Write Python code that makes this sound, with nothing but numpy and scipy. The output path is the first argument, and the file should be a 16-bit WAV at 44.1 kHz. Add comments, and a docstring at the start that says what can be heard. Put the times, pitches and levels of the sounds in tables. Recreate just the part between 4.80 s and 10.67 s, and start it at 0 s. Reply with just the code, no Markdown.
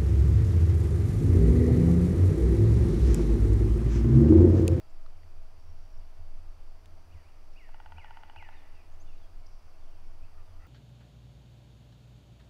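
"""Open pine woodland. A bird gives one fast, hollow rattle, most likely a woodpecker drumming on a dead trunk:
each blow rings decaying modes. A songbird whistles four arched notes, nearly pure swept tones.
Fainter birds slur, chip, trill and call hoarsely as gliding tones, noise bursts and a filtered harmonic stack.
Insects and air are shaped noise, twigs tick as resonant bursts, and the moving mount rumbles, drones and thuds.
The trunks scatter the drumming and most of the bird voices back as a decaying train of random echoes."""
import sys
import numpy as np
from scipy import signal
from scipy.fft import rfft, irfft, next_fast_len
from scipy.io import wavfile
from scipy.ndimage import uniform_filter1d

SR = 44100
rng = np.random.default_rng(int(sys.argv[2]) if len(sys.argv) > 2 else 0)


def generate_wav(sig):
    """Save sig (samples, or channels by samples) to the path in sys.argv[1] as 16-bit PCM at SR."""
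    pcm = np.round(np.clip(np.atleast_2d(sig).T, -1, 1) * 32767).astype(np.int16)
    wavfile.write(sys.argv[1], SR, pcm)


N = 258867
TIME = np.arange(N) / SR  # seconds


def undb(db):
    """Logarithmic level: decibels to amplitude gain."""
    return 10 ** (np.asarray(db) / 20)


def unit(x):
    """Normalisation: scale to rms 1."""
    return x / np.sqrt(np.mean(x ** 2))


def add(track, start_s, sound):
    """Superposition: mix a sound into a track, cut off at the track's end."""
    i = max(int(start_s * SR), 0)
    track[i:i + len(sound)] += sound[:max(N - i, 0)]


def resonate(x, hz, width_hz):
    """Simple resonance: a two-pole peak with gain 1 at its centre."""
    centre_hz = min(hz, .45 * SR)
    return signal.lfilter(*signal.iirpeak(centre_hz, hz / width_hz, fs=SR), x)


def band(hz, width_hz):
    """Cascaded resonance: noise through two equal peaks has steep sides; rms 1."""
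    noise = rng.standard_normal(N + SR)
    once = resonate(noise, hz, width_hz)
    return unit(resonate(once, hz, width_hz)[SR:])  # drop the first second, while the filters settle


def coloured(points):
    """Spectral shaping: noise weighted by (Hz, dB) points joined on a log-frequency axis; rms 1."""
    hz, db = np.transpose(points)
    size = next_fast_len(N)
    f = np.maximum(np.fft.rfftfreq(size, 1 / SR), 1)
    gain = undb(np.interp(np.log(f), np.log(hz), db))
    spectrum = rfft(rng.standard_normal(size)) * gain
    return unit(irfft(spectrum, size)[:N])


def walk(rate):
    """Random modulation: steps drawn at this rate (Hz), smoothed twice; rms 1."""
    k = int(SR / rate)
    steps = np.repeat(rng.standard_normal(N // k + 1), k)
    smooth = uniform_filter1d(uniform_filter1d(steps, k), k)
    return unit(smooth[:N])


def even(x, span_s):
    """Envelope levelling: divide a vibration by its running rms over span_s."""
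    return x / np.sqrt(uniform_filter1d(x ** 2, int(span_s * SR)) + 1e-9)


def glide(length_s, start_hz, middle_hz, end_hz):
    """Frequency modulation: one soft-edged sine whose pitch follows a parabola through three points."""
    u = np.linspace(0, 1, int(length_s * SR))
    hz = np.polyval(np.polyfit([0, .5, 1], [start_hz, middle_hz, end_hz], 2), u)
    swell = np.abs(np.sin(np.pi * u)) ** 0.18
    return np.sin(2 * np.pi * np.cumsum(hz) / SR) * swell


def woods(x, t60_s=1.37, build_s=0.008, lumpiness=0.44, treble_hz=4000):
    """Multiple scattering: echoes of uneven strength from many trunks build up, die away and lose treble."""
    t = TIME[:SR * 3 // 2]
    echoes = rng.standard_normal(len(t)) * np.exp(lumpiness * rng.standard_normal(len(t)))
    echoes *= undb(-60 * t / t60_s) * (1 - np.exp(-t / build_s))
    echoes /= np.sqrt(np.sum(echoes ** 2))
    dulled = signal.lfilter(*signal.butter(1, min(treble_hz, .45 * SR), fs=SR), echoes)
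    return signal.fftconvolve(x, dulled)[:N]


# spectrum of the calm air in the pines: frequency_hz, relative_level_db (per Hz)
AIR_SPECTRUM = [(60, 3.5), (130, 2), (190, -2.5), (300, 0), (530, -3), (690, 1), (850, -2), (1300, -5),
                (1800, -11.5), (2700, -11.5), (3700, -18), (5800, -21), (7500, -24), (11000, -24.5),
                (15500, -29.5)]
AIR_DB, AIR_SWELL_DB = -64, .2  # mean level and spread
# faint, steady hum in the distance: centre_hz, resonance_width_hz, level_db
HUM_BANDS = [(284.3, 8.7, -83), (340.3, 9.5, -83.5), (636.4, 43, -75.5)]
# insect chorus: centre_hz, resonance_width_hz, mean_level_db
INSECT_BANDS = [(4596, 670, -82), (4670, 140, -84), (5050, 220, -86), (5530, 78, -87), (5945, 510, -86)]


def ambience(flicker_db=0.66):
    """Stationary noise: air that barely swells, a faint hum and insect bands with a slight shimmer."""
    out = coloured(AIR_SPECTRUM) * undb(AIR_DB + AIR_SWELL_DB * walk(3.27))
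    for hz, width_hz, db in HUM_BANDS:
        out += band(hz, width_hz) * undb(db)
    for hz, width_hz, db in INSECT_BANDS:
        out += band(hz, width_hz) * undb(db + flicker_db * walk(40))
    return out


# spectrum of the mount's slow sway: frequency_hz, relative_level_db (per Hz)
SWAY_SPECTRUM = [(5, -27.5), (10, -14), (13.3, 1.5), (17, -13.5), (24, -27), (40, -42), (60, -53.5),
                 (110, -75), (400, -130)]
# course of the sway: time_s, level_db (before the trim sway_db)
SWAY_COURSE = [(0.0, -45.5), (0.22, -33.5), (0.44, -45), (0.6, -34.5), (0.74, -44), (1.13, -35),
               (1.35, -41), (1.53, -33.5), (2.4, -49), (2.86, -37), (3.1, -46), (4.1, -40), (4.35, -36),
               (4.8, -43), (5.25, -36.5), (5.85, -45)]
# course of the mount's drone: time_s, level_db
DRONE_COURSE = [(0.0, -66), (0.18, -66), (0.45, -54), (0.7, -61), (0.92, -53.5), (1.33, -68), (1.62, -56),
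                (1.9, -63), (2.05, -56), (2.4, -54.5), (2.58, -67), (2.98, -64.5), (3.17, -49.5),
                (3.42, -65.0), (3.82, -63), (4.2, -57), (4.95, -63), (5.8, -54)]
DRONE_HZ, DRONE_WIDTH_HZ = 80.7, 13.2  # width of each of the two cascaded resonances
# spectrum of the steady low rumble: frequency_hz, relative_level_db (per Hz)
RUMBLE_SPECTRUM = [(10, -11), (25, 1.5), (45, -4), (62, 0), (110, -22), (200, -58), (400, -100)]
RUMBLE_DB = -60.5
# knocks through the mount: start_s, pitch_hz, rise_s, envelope_peak_db
KNOCKS = [(0.876, 79.2, 0.021, -43.5), (1.14, 78.5, 0.032, -49), (1.39, 75, 0.02, -44),
          (2.341, 79, 0.011, -45), (3.14, 195, 0.0049, -57.5), (3.171, 77, 0.029, -46),
          (3.56, 80.8, 0.025, -47.5), (5.423, 272, 0.0063, -61.5)]


def mount(sway_db=0.5):
    """Structure-borne sound: the moving mount sways, rumbles and drones at its resonance; knocks thud softly."""
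    sway_level_db = np.interp(TIME, *np.transpose(SWAY_COURSE)) + sway_db
    out = even(coloured(SWAY_SPECTRUM), 0.22) * undb(sway_level_db)
    drone_level_db = np.interp(TIME, *np.transpose(DRONE_COURSE))
    out += even(band(DRONE_HZ, DRONE_WIDTH_HZ), 0.14) * undb(drone_level_db)
    out += coloured(RUMBLE_SPECTRUM) * undb(RUMBLE_DB)
    t = TIME[:SR // 4]
    for start_s, hz, rise_s, db in KNOCKS:
        swell = t / rise_s * np.exp(1 - t / rise_s)  # reaches 1 at rise_s
        add(out, start_s, undb(db) * swell * np.sin(2 * np.pi * hz * t))
    return out


# twig ticks: start_s, centre_hz, resonance_width_hz, burst_t60_s (before the resonances), peak_db
TWIG_TICKS = [(.262, 1220, 400, 0.0177, -49.5), (0.262, 4200, 1300, 0.011, -56),
              (.433, 1800, 1000, 0.016, -55), (2.058, 3720, 6750, 0.01, -48.5),
              (2.057, 12500, 6000, 0.0067, -67), (2.176, 716, 400, 0.014, -58)]


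def twigs():
    """Impulsive excitation: each dry snap is a dying noise burst through two equal resonances."""
    out, t = np.zeros(N), TIME[:SR // 20]
    for start_s, hz, width_hz, t60_s, db in TWIG_TICKS:
        burst = rng.standard_normal(len(t)) * undb(-60 * t / t60_s)
        snap = resonate(resonate(burst, hz, width_hz), hz, width_hz)
        add(out, start_s, undb(db) * snap / np.abs(snap).max())
    return out


TRILL_START_S, TRILL_END_S = .797, 1.205
TRILL_RATE_HZ, TRILL_DB = 79, -73  # notes per second, mean level


def trill(waver_db=2.0, waver=.012):
    """Rapid repetition: tiny, uneven falling notes, each half a period long, merge into a thin buzz."""
    out = np.zeros(N)
    for start_s in np.arange(TRILL_START_S, TRILL_END_S, 1 / TRILL_RATE_HZ):
        strength, pitch = rng.standard_normal(2)
        fall_hz = np.array([5650, 5550, 5400]) * (1 + waver * pitch)
        note = glide(.5 / TRILL_RATE_HZ, *fall_hz)
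        add(out, start_s, undb(TRILL_DB + waver_db * strength) * note)
    return out


# hoarse far calls: start_s, length_s, mean_pitch_hz, mouth_resonance_hz, rms_level_db (at the source)
HOARSE_CALLS = [(5.536, 0.089, 611, 1210, -72), (5.79, 0.183, 656, 1470, -65.5)]


def caws(rough=0.044, rasp=0.25, mouth_width_hz=450, bend=0.102):
    """Source and filter: harmonics 2 to 4, arched and unsteady, pass through one mouth resonance."""
    out = np.zeros(N)
    for start_s, length_s, pitch_hz, mouth_hz, db in HOARSE_CALLS:
        arch = np.sin(np.linspace(0, np.pi, int(length_s * SR)))
        hz = pitch_hz * (1 + bend * (arch - arch.mean()) + rough * walk(700)[:len(arch)])
        phase = 2 * np.pi * np.cumsum(hz) / SR
        voice = sum(np.sin(k * phase) for k in range(2, 5))
        voice = voice * (1 + rasp * walk(230)[:len(arch)])
        call = resonate(voice, mouth_hz, mouth_width_hz) * np.sqrt(np.abs(arch))
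        add(out, start_s, undb(db) * unit(call))
    return out


# falling slurs: start_s, length_s, start_pitch_hz, mean_level_db (at the source)
FALLING_SLURS = [(3.75, 0.079, 3860, -76), (3.937, 0.09, 2884, -70.5), (4.276, 0.093, 2910, -71.5),
                 (4.353, 0.12, 4070, -77.5), (4.6, 0.075, 2470, -73.5), (4.93, 0.049, 2800, -78),
                 (4.985, 0.11, 3880, -79.5), (5.093, 0.2, 3100, -78), (5.645, 0.12, 3870, -78.5)]
# every slur sinks towards this share of its pitch below the start, levelling off with this time constant
SLUR_SINK, SLUR_SINK_S = .48, .18
# short rising notes: start_s, length_s, start_pitch_hz, end_pitch_hz, mean_level_db (at the source)
SHORT_NOTES = [(2.435, 0.065, 2134, 2920, -71.5), (3.717, .016, 3700, 4200, -72),
               (4.25, 0.046, 3470, 3526, -75.5), (5.403, 0.05, 2250, 2730, -72)]
# thin, high upward flicks: start_s, length_s, start_pitch_hz, end_pitch_hz, mean_level_db (at the source)
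UPWARD_FLICKS = [(.094, .022, 6600, 8040, -77), (4.12, 0.025, 6370, 7500, -75.5),
                 (4.199, .03, 5970, 7250, -67), (4.601, .012, 7300, 7700, -78)]


def small_birds(flutter_db=3):
    """Amplitude fluctuation: thin gliding notes flutter in level on their way through the trees."""
    out = np.zeros(N)
    for start_s, length_s, hz, db in FALLING_SLURS:
        passed_s = np.array([0, .5, 1]) * length_s
        sunk = SLUR_SINK * (1 - np.exp(-passed_s / SLUR_SINK_S))
        add(out, start_s, undb(db) * glide(length_s, *(hz * (1 - sunk))))
    for start_s, length_s, start_hz, end_hz, db in SHORT_NOTES + UPWARD_FLICKS:
        add(out, start_s, undb(db) * glide(length_s, start_hz, (start_hz + end_hz) / 2, end_hz))
    return out * undb(flutter_db * walk(120))


# sharp, husky chip notes: start_s, level_db (rms of the noise before its swell)
CHIP_NOTES = [(1.165, -74), (2.728, -68.5), (4.657, -62)]
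CHIP_HZ = 5280


def chips(length_s=0.018, width_hz=900):
    """Band-limited noise: a short swell of one noise band sounds husky."""
    out, swell = np.zeros(N), np.hanning(int(length_s * SR))
    for start_s, db in CHIP_NOTES:
        add(out, start_s, undb(db) * swell * band(CHIP_HZ, width_hz)[:len(swell)])
    return out


# arched whistles: top_s (time of the highest pitch), level_db (at the top)
ARCHED_WHISTLES = [(2.332, -69), (2.784, -60), (3.193, -56.5), (3.585, -54)]
# the pitch climbs to its top, drops quickly towards a knee and keeps sliding down (before the turn is rounded)
ARCH_START_HZ, ARCH_TOP_HZ, ARCH_KNEE_HZ, ARCH_SLIDE_HZ_PER_S = 2156, 2983, 2164, 4200
ARCH_RISE_S, ARCH_DROP_S, ARCH_FALL_S = .032, .012, 0.13  # the drop is a time constant
ARCH_ATTACK_S, ARCH_RELEASE_S, ARCH_FADE_DB_PER_S = 0.013, 0.042, 50


def whistler(waver=0.01, overtone_db=-30, turn_s=0.0048):
    """Frequency sweep: a nearly pure tone with a faint octave rises, turns sharply and sinks away."""
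    out = np.zeros(N)
    t = np.arange(-ARCH_RISE_S, ARCH_FALL_S, 1 / SR)  # zero at the top
    fallen_s = np.maximum(t, 0)
    rising_hz = ARCH_TOP_HZ + (ARCH_TOP_HZ - ARCH_START_HZ) * t / ARCH_RISE_S
    drop_hz = (ARCH_TOP_HZ - ARCH_KNEE_HZ) * np.exp(-fallen_s / ARCH_DROP_S)
    falling_hz = ARCH_KNEE_HZ + drop_hz - ARCH_SLIDE_HZ_PER_S * fallen_s
    hz = uniform_filter1d(np.where(t < 0, rising_hz, falling_hz), int(turn_s * SR))
    attack = np.minimum((t - t[0]) / ARCH_ATTACK_S, 1)
    release = np.minimum((t[-1] - t) / ARCH_RELEASE_S, 1)
    swell = attack * release * undb(-ARCH_FADE_DB_PER_S * fallen_s)
    for top_s, level_db in ARCHED_WHISTLES:
        phase = 2 * np.pi * np.cumsum(hz * (1 + waver * walk(202.5)[:len(t)])) / SR
        tone = np.sin(phase) + undb(overtone_db) * np.sin(2 * phase)
        add(out, top_s - ARCH_RISE_S, tone * swell * undb(level_db))
    return out


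# the beak starts quickly and settles to a slightly slower, steady beat
ROLL_S, BLOW_COUNT = 2.8898, 14
FIRST_GAP_S, STEADY_GAP_S, SETTLE_BLOWS = .0539, .0638, 2.6
# the blows grow from a soft first one to full force, then tire a little
BLOW_DB, SOFT_START_DB, GROW_BLOWS, TIRING_DB_PER_BLOW = -36.6, -11, 1.6, 0.28
# spectral tilt of a full-force blow (dB over two octaves) and its spread from blow to blow
BRIGHT_DB, BRIGHT_SPREAD_DB = 2.5, 0.5


def blows(spread_db=0.3, soft_dulling=0.27):
    """Impact dynamics: start, peak dB and brightness of each blow; softer blows are duller."""
    k = np.arange(BLOW_COUNT)
    gaps = STEADY_GAP_S + (FIRST_GAP_S - STEADY_GAP_S) * np.exp(-k / SETTLE_BLOWS)
    starts_s = ROLL_S + np.cumsum(gaps) - gaps
    force_db = SOFT_START_DB * np.exp(-k / GROW_BLOWS) - TIRING_DB_PER_BLOW * k
    strength, hardness = rng.standard_normal((BLOW_COUNT, 2)).T
    peaks_db = BLOW_DB + force_db + spread_db * strength
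    bright_db = BRIGHT_DB + soft_dulling * force_db + BRIGHT_SPREAD_DB * hardness
    return zip(starts_s, peaks_db, bright_db)


# modes of the hollow trunk: mean_pitch_hz, t60_s, relative_level_db (before the tilt of each blow)
TRUNK_MODES = [(730, 0.0034, -14), (893, 0.016, 1.5), (1490, 0.015, -2.5), (1925, 0.016, -10.5),
               (2775, 0.014, -12), (3035, 0.024, -18), (4580, 0.0064, -20.5)]


def drumming(ground_s=0.001906, ground=0.38, scatter=0.021, contact_s=0.00045, lowest_hz=560):
    """Modal synthesis: each blow rings the trunk, harder contact favours high modes, and the ground reflects it."""
    out, t = np.zeros(N), TIME[:SR // 16]
    hz, t60_s, db = np.transpose(TRUNK_MODES)[:, :, None]
    chances = rng.standard_normal((BLOW_COUNT, len(TRUNK_MODES), 1))
    for (start_s, peak_db, bright_db), chance in zip(blows(), chances):
        tilt_db = bright_db * np.log2(hz / hz[1]) / 2  # pivots on the second mode
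        ring = np.sin(2 * np.pi * hz * (1 + scatter * chance) * t) * undb(-60 * t / t60_s + db + tilt_db)
        knock = ring.sum(0) * (1 - np.exp(-t / contact_s))
        knock *= undb(peak_db) / np.abs(knock).max()
        add(out, start_s, knock)
        add(out, start_s + ground_s, -ground * knock)  # inverted reflection
    # a slim trunk radiates almost nothing below its first modes
    return signal.sosfilt(signal.butter(3, lowest_hz, "high", fs=SR, output="sos"), out)


def scene():
    """Superposition of direct and scattered sound: birds with woodland echo over the near sounds and the air."""
    drum, whistle, chip = drumming(), whistler(), chips()
    far = small_birds() + caws()
    # the undergrowth blurs the far birds
    far = far + undb(-4.5) * woods(far, t60_s=0.063, build_s=0.0016, treble_hz=9000)
    echo = woods(undb(-5.0) * drum + undb(-0.4) * whistle + undb(-2.5) * far)
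    chip_echo = undb(0.5) * woods(chip, t60_s=1.0, build_s=0.0064, treble_hz=9000)
    birds = drum + whistle + far + chip + trill() + echo + chip_echo
    return (birds + twigs() + mount() + ambience())[None]


TOP_HZ = 15700


def record(dry):
    """Band limitation: the recorder cuts steeply above TOP_HZ."""
    return signal.sosfilt(signal.ellip(10, .1, 70, TOP_HZ, fs=SR, output="sos"), dry)


dry = scene()
out = record(dry)
generate_wav(out)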